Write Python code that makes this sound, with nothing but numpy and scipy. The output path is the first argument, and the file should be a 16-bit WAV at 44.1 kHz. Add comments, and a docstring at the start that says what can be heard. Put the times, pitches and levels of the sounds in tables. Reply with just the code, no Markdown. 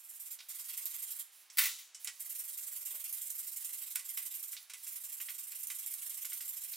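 """A wire brush scrubs a small forging on an anvil, about 22 strokes a second.
Wire tips slip and snag; the piece knocks and slides on the steel face. In a pause a steel tool
is put down with a clatter further off, then the tongs set the piece back and scrubbing resumes.
A hard-walled workshop echoes; a machine whines faintly in the distance."""
import sys
import numpy as np
from scipy import signal
from scipy.fft import rfft, irfft, next_fast_len
from scipy.io import wavfile
from scipy.ndimage import uniform_filter1d, map_coordinates

SR = 44100
rng = np.random.default_rng(int(sys.argv[2]) if len(sys.argv) > 2 else 0)


def store_pcm(level_fs):
    """Save levels as 16-bit WAV."""
    pcm = np.round(np.clip(level_fs, -1, 1) * 32767).astype(np.int16)
    wavfile.write(sys.argv[1], SR, np.atleast_2d(pcm).T)


N = 298157

# Spectra of the noise sources. Each row: frequency in Hz, relative density in dB.
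AIR_SPECTRUM = [(25, -42), (150, -46), (230, -22), (320, -8.5), (480, -5.5), (700, 3), (1150, 6.5),
                (2500, 10.5), (6000, 6), (16000, -27.5)]
TOOL_SPECTRUM = [(150, -46), (400, -25.5), (700, -21.5), (1000, -10), (1350, -6.5), (1700, -9.5),
                 (1930, 3.5), (2200, -0.5), (2700, -2), (4600, -4.5), (8000, -5), (12000, -1.5), (15500, 1)]
SLIDE_SPECTRUM = [(200, -60), (1500, -33), (3000, -9.5), (6200, -6.5), (8200, -6), (9900, 1), (11500, -1.5),
                  (15000, -3.5)]
THUD_SPECTRUM = [(100, -61), (300, -39), (650, -32), (1050, -9), (1700, -7), (1930, -1.5), (2250, 2),
                 (3200, -2.5), (5000, -3.5), (8000, -6.5), (15000, -10)]
RASP_SPECTRUM = [(150, -70), (400, -30.5), (700, -23), (1100, -9), (1700, -9.5), (1950, 0), (2200, -1),
                 (2600, -0.5), (3200, 1.5), (4500, 0), (7000, -5), (12000, -18)]
HISS_SPECTRUM = [(2500, -55), (5000, -18.5), (6600, -9.5), (7300, -3), (8100, -5), (9200, -1),
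                 (10800, -4.5), (12000, -1.5), (12900, 2.5), (14000, -3.5), (16000, -8)]
# Workshop decay. Each row: frequency in Hz, T60 in seconds.
SHOP_T60_S = [(200, 0.54), (2000, 0.26), (7000, 0.57), (15000, 0.26)]
# Stereo likeness of room and bristles. Each row: frequency in Hz, left-right coherence from 0 to 1.
SHOP_COHERENCE = [(300, .995), (1200, 0.95), (2300, 0.77), (4500, 1), (14000, 0.11)]
BRUSH_COHERENCE = [(2000, 0.97), (4500, 0.51), (14000, 0.53)]
# Anvil to the right. Each row: frequency in Hz, left minus right in dB.
ANVIL_PAN_DB = [(2000, 0), (4000, -3), (8000, -3.5), (14000, -5)]
# Machine running up. Each row: time in seconds, pitch in Hz, level in dB.
MACHINE_LOW_TONE = [(0, 315, -99), (.6, 329, -97.5), (2.1, 343.7, -99), (3.1, 356, -115)]
MACHINE_HIGH_TONE = [(1.701, 534, -104), (2.5, 543.6, -88.5), (3.0, 573, -82.5), (3.1, 564, -115)]
# Tool landing. Each row: start in seconds, level in dB, rattle T60 in seconds, high-pass corner in Hz.
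TOOL_CONTACTS = [(1.571, -29.5, 0.1, 1780), (1.583, -20, 0.074, 1300), (1.591, -15.5, 0.015, 1190),
                 (1.609, -29.5, 0.16, 596), (1.636, -27.5, 0.068, 1080), (1.654, -27, 0.097, 1110),
                 (1.782, -47.5, 0.22, 2020)]
# Piece slipping on anvil and tongs. Each row: start in seconds, end in seconds, level in dB.
PIECE_SLIDES = [(0.398, 0.464, -62.5), (1.311, 1.425, -61), (1.513, 1.57, -62), (1.988, 2.04, -55.5),
                (2.118, 2.2, -61), (4.538, 4.619, -58.5), (4.758, 4.846, -55.5)]
# Resonances of the held piece. Each row: frequency in Hz, relative level in dB, T60 in seconds.
PIECE_MODES = [(1450, -5, 0.07), (2000, 1, 0.2), (2187, -1.5, 0.1), (2560, -13.5, 0.044), (2950, -3, 0.086),
               (3060, 1, 0.1), (3520, -25, 0.051), (6100, -12, .09)]
# Piece and tongs hitting the anvil.
# Each row: start in seconds, level in dB, clink offset in dB, clink centre in Hz.
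ANVIL_KNOCKS = [(0.388, -46.5, 5, 4530), (0.403, -44.5, 2, 3800), (1.5, -48.5, 6.5, 6100),
                (1.946, -48.5, 13, 6900), (2.047, -43, 7, 9300), (2.072, -32, 2, 7170),
                (3.955, -31.5, 4, 9200), (3.992, -41, 7.5, 8850), (4.174, -35, -6, 10100),
                (4.53, -43, 5.5, 7440), (4.566, -42, 4.5, 4030), (4.697, -39, 0.5, 7800),
                (4.735, -39, 4, 8600), (4.866, -45, 11, 8400), (5.201, -39, -5.5, 2400),
                (5.285, -37.5, -3, 2400), (5.519, -42, -10, 9600), (5.701, -35, -3, 8000),
                (6.247, -39, -2, 10300), (6.319, -40, -5, 2200), (6.405, -40, -4, 9360),
                (6.734, -44, 6, 4570)]
# Brush bearing down. Each row: time in seconds, rasp relative to hiss in dB.
BRUSH_PRESSURE = [(0, -24.5), (.55, -12.5), (1.2, -13.5), (2.2, -15.5), (3.5, -17), (3.8, -14.5),
                  (4.4, -16.5), (5.8, -16.5), (6.3, -15.5)]
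# Tufts catching an edge and flicking free. Each row: start in seconds, level in dB.
WIRE_SNAGS = [(.776, -23.5), (.856, -24), (2.046, -24.5), (3.042, -27.5), (3.127, -27), (3.218, -27.5),
              (3.303, -25.5), (3.647, -27), (3.95, -31.5), (3.958, -19), (4.092, -29.5), (4.173, -26),
              (4.429, -30), (4.628, -40), (5.634, -27), (5.671, -25), (5.862, -28), (5.940, -28.5),
              (6.098, -27), (6.253, -25), (6.331, -26)]
# Scrubbing runs. Each row: start in seconds, end in seconds, stroke count, first stroke (push or pull),
# push level in dB, swell over the run in dB, pull relative to push in dB.
SCRUB_RUNS = [(-.021, 0.353, 7, "push", -46, 11.5, -2.5), (.484, 0.688, 4, "push", -42.5, -3, -3.5),
              (.682, 1.233, 13, "push", -41, -3, -3), (2.199, 3.035, 18, "push", -40.5, 1.5, -2.5),
              (3.036, 3.944, 21, "push", -40.5, -1.5, -2.5), (4.041, 4.553, 12, "pull", -41, -2, -4),
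              (4.826, 5.461, 15, "pull", -42, 0, -3), (5.467, 5.937, 12, "push", -41.5, 3.5, -2),
              (5.935, 6.793, 22, "push", -41.5, -1, -1.3)]

BITE_DELAY_S = 0.0063  # from the start of a push until the wires catch


def amp(db):
    """Decibels to gain."""
    return 10 ** (np.asarray(db) / 20)


def unit_rms(x):
    """Scale to rms 1."""
    return x / np.sqrt(np.mean(x ** 2) + 1e-20)


def at_hz(points, hz):
    """Interpolate (Hz, value) points on a log axis."""
    knots_hz, values = np.transpose(points)
    return np.interp(np.log(hz + 1), np.log(knots_hz), values)


def curves(rows):
    """One value per sample for each column after the time."""
    times_s, *columns = np.transpose(rows)
    return [np.interp(np.arange(N) / SR, times_s, column) for column in columns]


def seconds(length_s):
    """Time axis."""
    return np.arange(int(length_s * SR)) / SR


def add(track, start_s, sound):
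    """Mix a sound into a track in place."""
    start = round(start_s * SR)
    sound = sound[max(-start, 0):]
    part = track[max(start, 0):][:len(sound)]
    part += sound[:len(part)]


def filtered(x, response):
    """Apply a gain given as a function of Hz."""
    size = next_fast_len(x.shape[-1] + SR // 4)
    return irfft(rfft(x, size) * response(np.fft.rfftfreq(size, 1 / SR)), size)[..., :x.shape[-1]]


def band_limit(hz, top_hz=15950):
    """Gain of a steep, rounded low-pass."""
    return 1 / (1 + (hz / top_hz) ** 240)


def coloured(x, spectrum):
    """Give a white signal a spectrum at equal power."""
    return filtered(x, lambda hz: unit_rms(amp(at_hz(spectrum, hz)) * band_limit(hz)))


def ticks(size, spread_db):
    """Dense tiny impacts of unequal strength, rms 1."""
    return unit_rms(rng.standard_normal(size) * amp(spread_db * rng.standard_normal(size)))


def shifting(x, depth_db, width_hz, hold_s):
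    """Moving contact points excite changing resonances: random gain over time and frequency."""
    spectra = signal.stft(x, nperseg=256)[2]
    rows = np.arange(spectra.shape[-2]) * SR / 256 / width_hz
    cols = np.arange(spectra.shape[-1]) * 128 / SR / hold_s
    knots = rng.standard_normal((int(rows[-1]) + 2, int(cols[-1]) + 2))
    field = map_coordinates(knots, np.meshgrid(rows, cols, indexing="ij"), order=1)
    return signal.istft(spectra * unit_rms(amp(depth_db * field)), nperseg=256)[1][..., :N]


def stereo(pair, coherence):
    """Mix two unrelated signals to left and right with a given coherence."""
    def mid_side_gains(hz):
        angle = np.arccos(np.clip(at_hz(coherence, hz), 0, 1)) / 2
        return np.array([np.cos(angle), np.sin(angle)])
    mid, side = filtered(pair, mid_side_gains)
    return np.array([mid + side, mid - side])


def in_shop(x, early_db, tail_db, early_t60_s=0.099, tail_rise_s=0.0061):
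    """Direct sound, early reflections from nearby surfaces and the workshop's tail."""
    hz, frame_s, spectra = signal.stft(rng.standard_normal((2, SR // 2)), SR, nperseg=256)
    decay = amp(-60 * frame_s / at_hz(SHOP_T60_S, hz)[:, None])
    tail = signal.istft(spectra * decay, SR, nperseg=256)[1]
    t = np.arange(tail.shape[1]) / SR
    tail *= np.minimum(t / tail_rise_s, 1)
    early = rng.standard_normal(tail.shape) * amp(-60 * t / early_t60_s)
    echo = amp(tail_db) * tail / np.linalg.norm(tail[0])
    echo += amp(early_db) * early / np.linalg.norm(early[0])
    return x + signal.fftconvolve(np.atleast_2d(x), stereo(echo, SHOP_COHERENCE), axes=1)[:, :N]


def shop_air(level_db=-68):
    """Steady workshop noise."""
    return amp(level_db) * stereo(coloured(rng.standard_normal((2, N)), AIR_SPECTRUM), SHOP_COHERENCE)


def machine_whine():
    """A distant machine runs up: two tones climb slowly, then fade."""
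    tones = map(curves, (MACHINE_LOW_TONE, MACHINE_HIGH_TONE))
    return sum(amp(db) * np.sqrt(2) * np.sin(2 * np.pi * np.cumsum(hz) / SR) for hz, db in tones)


def bump(start_s=2.94, level_db=-65, t60_s=0.22):
    """One soft, dull bump."""
    track, t = np.zeros(N), seconds(0.2)
    add(track, start_s, amp(level_db - 60 * t / t60_s) * ticks(len(t), spread_db=3))
    return coloured(track, [(150, -26), (550, 1), (1200, 4), (3000, -27)])


def support_thumps(anvil_db=-52, tool_db=-63, growth=1.2, t60_s=0.07, corner_hz=170):
    """Knocks and landings give their heavy support a faint, dull push."""
    track, t = np.zeros(N), seconds(0.2)
    for blows, support_db in ((ANVIL_KNOCKS, anvil_db), (TOOL_CONTACTS, tool_db)):
        hardest_db = max(row[1] for row in blows)
        for start_s, db, *_ in blows:
            push_db = hardest_db + support_db + growth * (db - hardest_db)
            add(track, start_s, amp(push_db - 60 * t / t60_s) * rng.standard_normal(len(t)))
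    return filtered(track, lambda hz: unit_rms(1 / (1 + (hz / corner_hz) ** 2)))


def tool_clatter(rise_share=0.019):
    """A steel tool lands, rattles and settles; longer rattles build more slowly."""
    track, t = np.zeros(N), seconds(0.2)
    for start_s, db, t60_s, corner_hz in TOOL_CONTACTS:
        attack = 1 - np.exp(-t / (rise_share * t60_s))
        rattle = attack * amp(db - 60 * t / t60_s) * ticks(len(t), spread_db=5.5)
        highpass = signal.butter(2, corner_hz, "highpass", fs=SR, output="sos")
        add(track, start_s, signal.sosfilt(highpass, rattle))
    return coloured(shifting(track, depth_db=3, width_hz=200, hold_s=0.04), TOOL_SPECTRUM)


def piece_slides(attack_s=0.018, release_t60_s=0.28):
    """Steel scrapes lightly on steel: each slide sets in, holds and dies away."""
    envelope, t = np.zeros(N), seconds(0.5)
    for start_s, end_s, db in PIECE_SLIDES:
        release_db = -60 * np.maximum(t - (end_s - start_s), 0) / release_t60_s
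        add(envelope, start_s, np.minimum(t / attack_s, 1) * amp(db + release_db))
    friction = envelope * ticks(N, spread_db=3.5)
    return coloured(shifting(friction, depth_db=0.5, width_hz=450, hold_s=0.019), SLIDE_SPECTRUM)


def rocking_contacts(strokes, loose_from_s=4.8, offset_db=-11, clink_db=-4, clink_hz=9000):
    """Regripped, the piece lies loosely and knocks at each push. Rows as in ANVIL_KNOCKS."""
    return [(start_s + BITE_DELAY_S, db + rng.normal(offset_db, 3), clink_db, clink_hz)
            for start_s, _, db, is_pull in strokes if not is_pull and start_s > loose_from_s]


def piece_knocks(contacts, thud_db=-9, chatter_db=-11, ring_db=-24.5, crack_db=-10, hardening=0.6,
                 attack_s=0.00069, crack_t60_s=0.018, chatter_t60_s=0.12):
    """The gripped piece chatters on the anvil and rings briefly, differently at each contact."""
    thuds, rings = np.zeros((2, N))
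    t = seconds(0.2)
    attack = 1 - np.exp(-t / attack_s)
    decay = amp(-60 * t / chatter_t60_s)
    mode_hz, mode_db, mode_t60_s = np.transpose(PIECE_MODES)[:, :, None]
    hardest_db = max(row[1] for row in ANVIL_KNOCKS)
    for start_s, db, clink_db, clink_hz in contacts:
        blow = attack * amp(db)
        # harder blows start more sharply
        crack = amp(crack_db + hardening * (db - hardest_db) - 60 * t / crack_t60_s)
        add(thuds, start_s, blow * (crack + amp(thud_db) * decay) * ticks(len(t), spread_db=6))
        clink = blow * amp(clink_db) * (crack + amp(chatter_db) * decay) * ticks(len(t), spread_db=3)
        clink = filtered(clink, lambda hz: unit_rms(amp(-22 * np.log2((hz + 1) / clink_hz) ** 2)))
        mode_gains = amp(mode_db + rng.normal(0, 4, mode_hz.shape) - 60 * t / mode_t60_s)
        detuned_hz = mode_hz * rng.normal(1, 0.017, mode_hz.shape)
        ring = np.sum(mode_gains * np.sin(2 * np.pi * detuned_hz * t), axis=0)
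        add(rings, start_s, clink + blow * amp(ring_db) * ring)
    return rings + coloured(thuds, THUD_SPECTRUM)


def hand_strokes(ease_in_db=-1.5, uneven_db=0.7, uneven_s=0.0018):
    """The hand pushes and pulls in turn, slightly unevenly. Rows: start_s, length_s, db, is_pull."""
    strokes = []
    for start_s, end_s, count, first, push_db, swell_db, pull_db in SCRUB_RUNS:
        count = round(count)
        length_s = (end_s - start_s) / count
        for k, (early, harder) in enumerate(rng.standard_normal((count, 2))):
            is_pull = (k + (first == "pull")) % 2 == 1
            db = push_db + swell_db * (k / count - 0.5) + pull_db * is_pull
            db += ease_in_db * (k == 0) + uneven_db * harder
            strokes.append((start_s + k * length_s - uneven_s * early, length_s, db, is_pull))
    return strokes


def stroke_speed(strokes, start_drop_db=8, stop_drop_db=11, push_crest=0.28, pull_crest=0.4):
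    """Each stroke speeds up to a crest (a share of its length), then slows until the hand turns."""
    speed = np.zeros(N)
    for start_s, length_s, db, is_pull in strokes:
        crest = pull_crest if is_pull else push_crest
        progress = seconds(length_s) / length_s
        before = np.maximum(1 - progress / crest, 0)
        after = np.maximum((progress - crest) / (1 - crest), 0)
        add(speed, start_s, amp(db - start_drop_db * before ** 1.5 - stop_drop_db * after ** 1.5))
    return uniform_filter1d(speed, size=96)


def wire_flicks(strokes, snag_db=-13.5, snag_t60_s=0.035, snap_db=-11, snap_t60_s=0.013):
    """Envelope of wires catching and flicking free: big tufts on edges, a few wires at each push."""
    bites = [(start_s + BITE_DELAY_S, db + rng.normal(1, 1))
             for start_s, _, db, is_pull in strokes if not is_pull]
    power, t = np.zeros(N), seconds(0.06)
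    flick = amp(snag_db - 60 * t / snag_t60_s) + amp(snap_db - 60 * t / snap_t60_s)
    for start_s, db in WIRE_SNAGS + bites:
        add(power, start_s, (amp(db) * flick) ** 2)
    return np.sqrt(power)


def wire_brush(strokes, clump_db=1.1, clump_hz=550):
    """Wire tips hiss over the scale in clumps; bearing down adds a lower rasp from the piece."""
    knots = rng.standard_normal(int(N * clump_hz / SR) + 4)
    clumps = map_coordinates(knots, [np.arange(N) * clump_hz / SR], order=1)
    drive = stroke_speed(strokes) * unit_rms(amp(clump_db * clumps))
    slips = np.hypot(drive, wire_flicks(strokes)) * ticks((2, N), spread_db=3)
    hiss = coloured(shifting(slips, depth_db=3.5, width_hz=300, hold_s=0.04), HISS_SPECTRUM)
    pressure_db, = curves(BRUSH_PRESSURE)
    smooth_drive = uniform_filter1d(drive, size=300)  # the rasp follows the hand less closely
    rub = smooth_drive * amp(pressure_db) * ticks((2, N), spread_db=6)
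    rasp = coloured(shifting(rub, depth_db=3.5, width_hz=350, hold_s=0.03), RASP_SPECTRUM)
    return stereo(hiss + rasp, BRUSH_COHERENCE)


def scene():
    """Anvil close and to the right, tool further off."""
    strokes = hand_strokes()
    work = wire_brush(strokes) + piece_knocks(ANVIL_KNOCKS + rocking_contacts(strokes)) + piece_slides()
    anvil = in_shop(work, early_db=-6.5, tail_db=-9.5)
    pan = np.array([[0.5], [-0.5]])
    anvil = filtered(anvil, lambda hz: amp(pan * at_hz(ANVIL_PAN_DB, hz)))
    tool = in_shop(tool_clatter(), early_db=-5, tail_db=-3) * amp(-0.9 * pan)  # slightly right
    return anvil + tool + support_thumps() + bump() + shop_air() + machine_whine()


def record(dry):
    """Bass cut and band limit."""
    return filtered(dry, lambda hz: amp(at_hz([(170, -8), (290, 0)], hz)) * band_limit(hz))


dry = scene()
out = record(dry)
store_pcm(out)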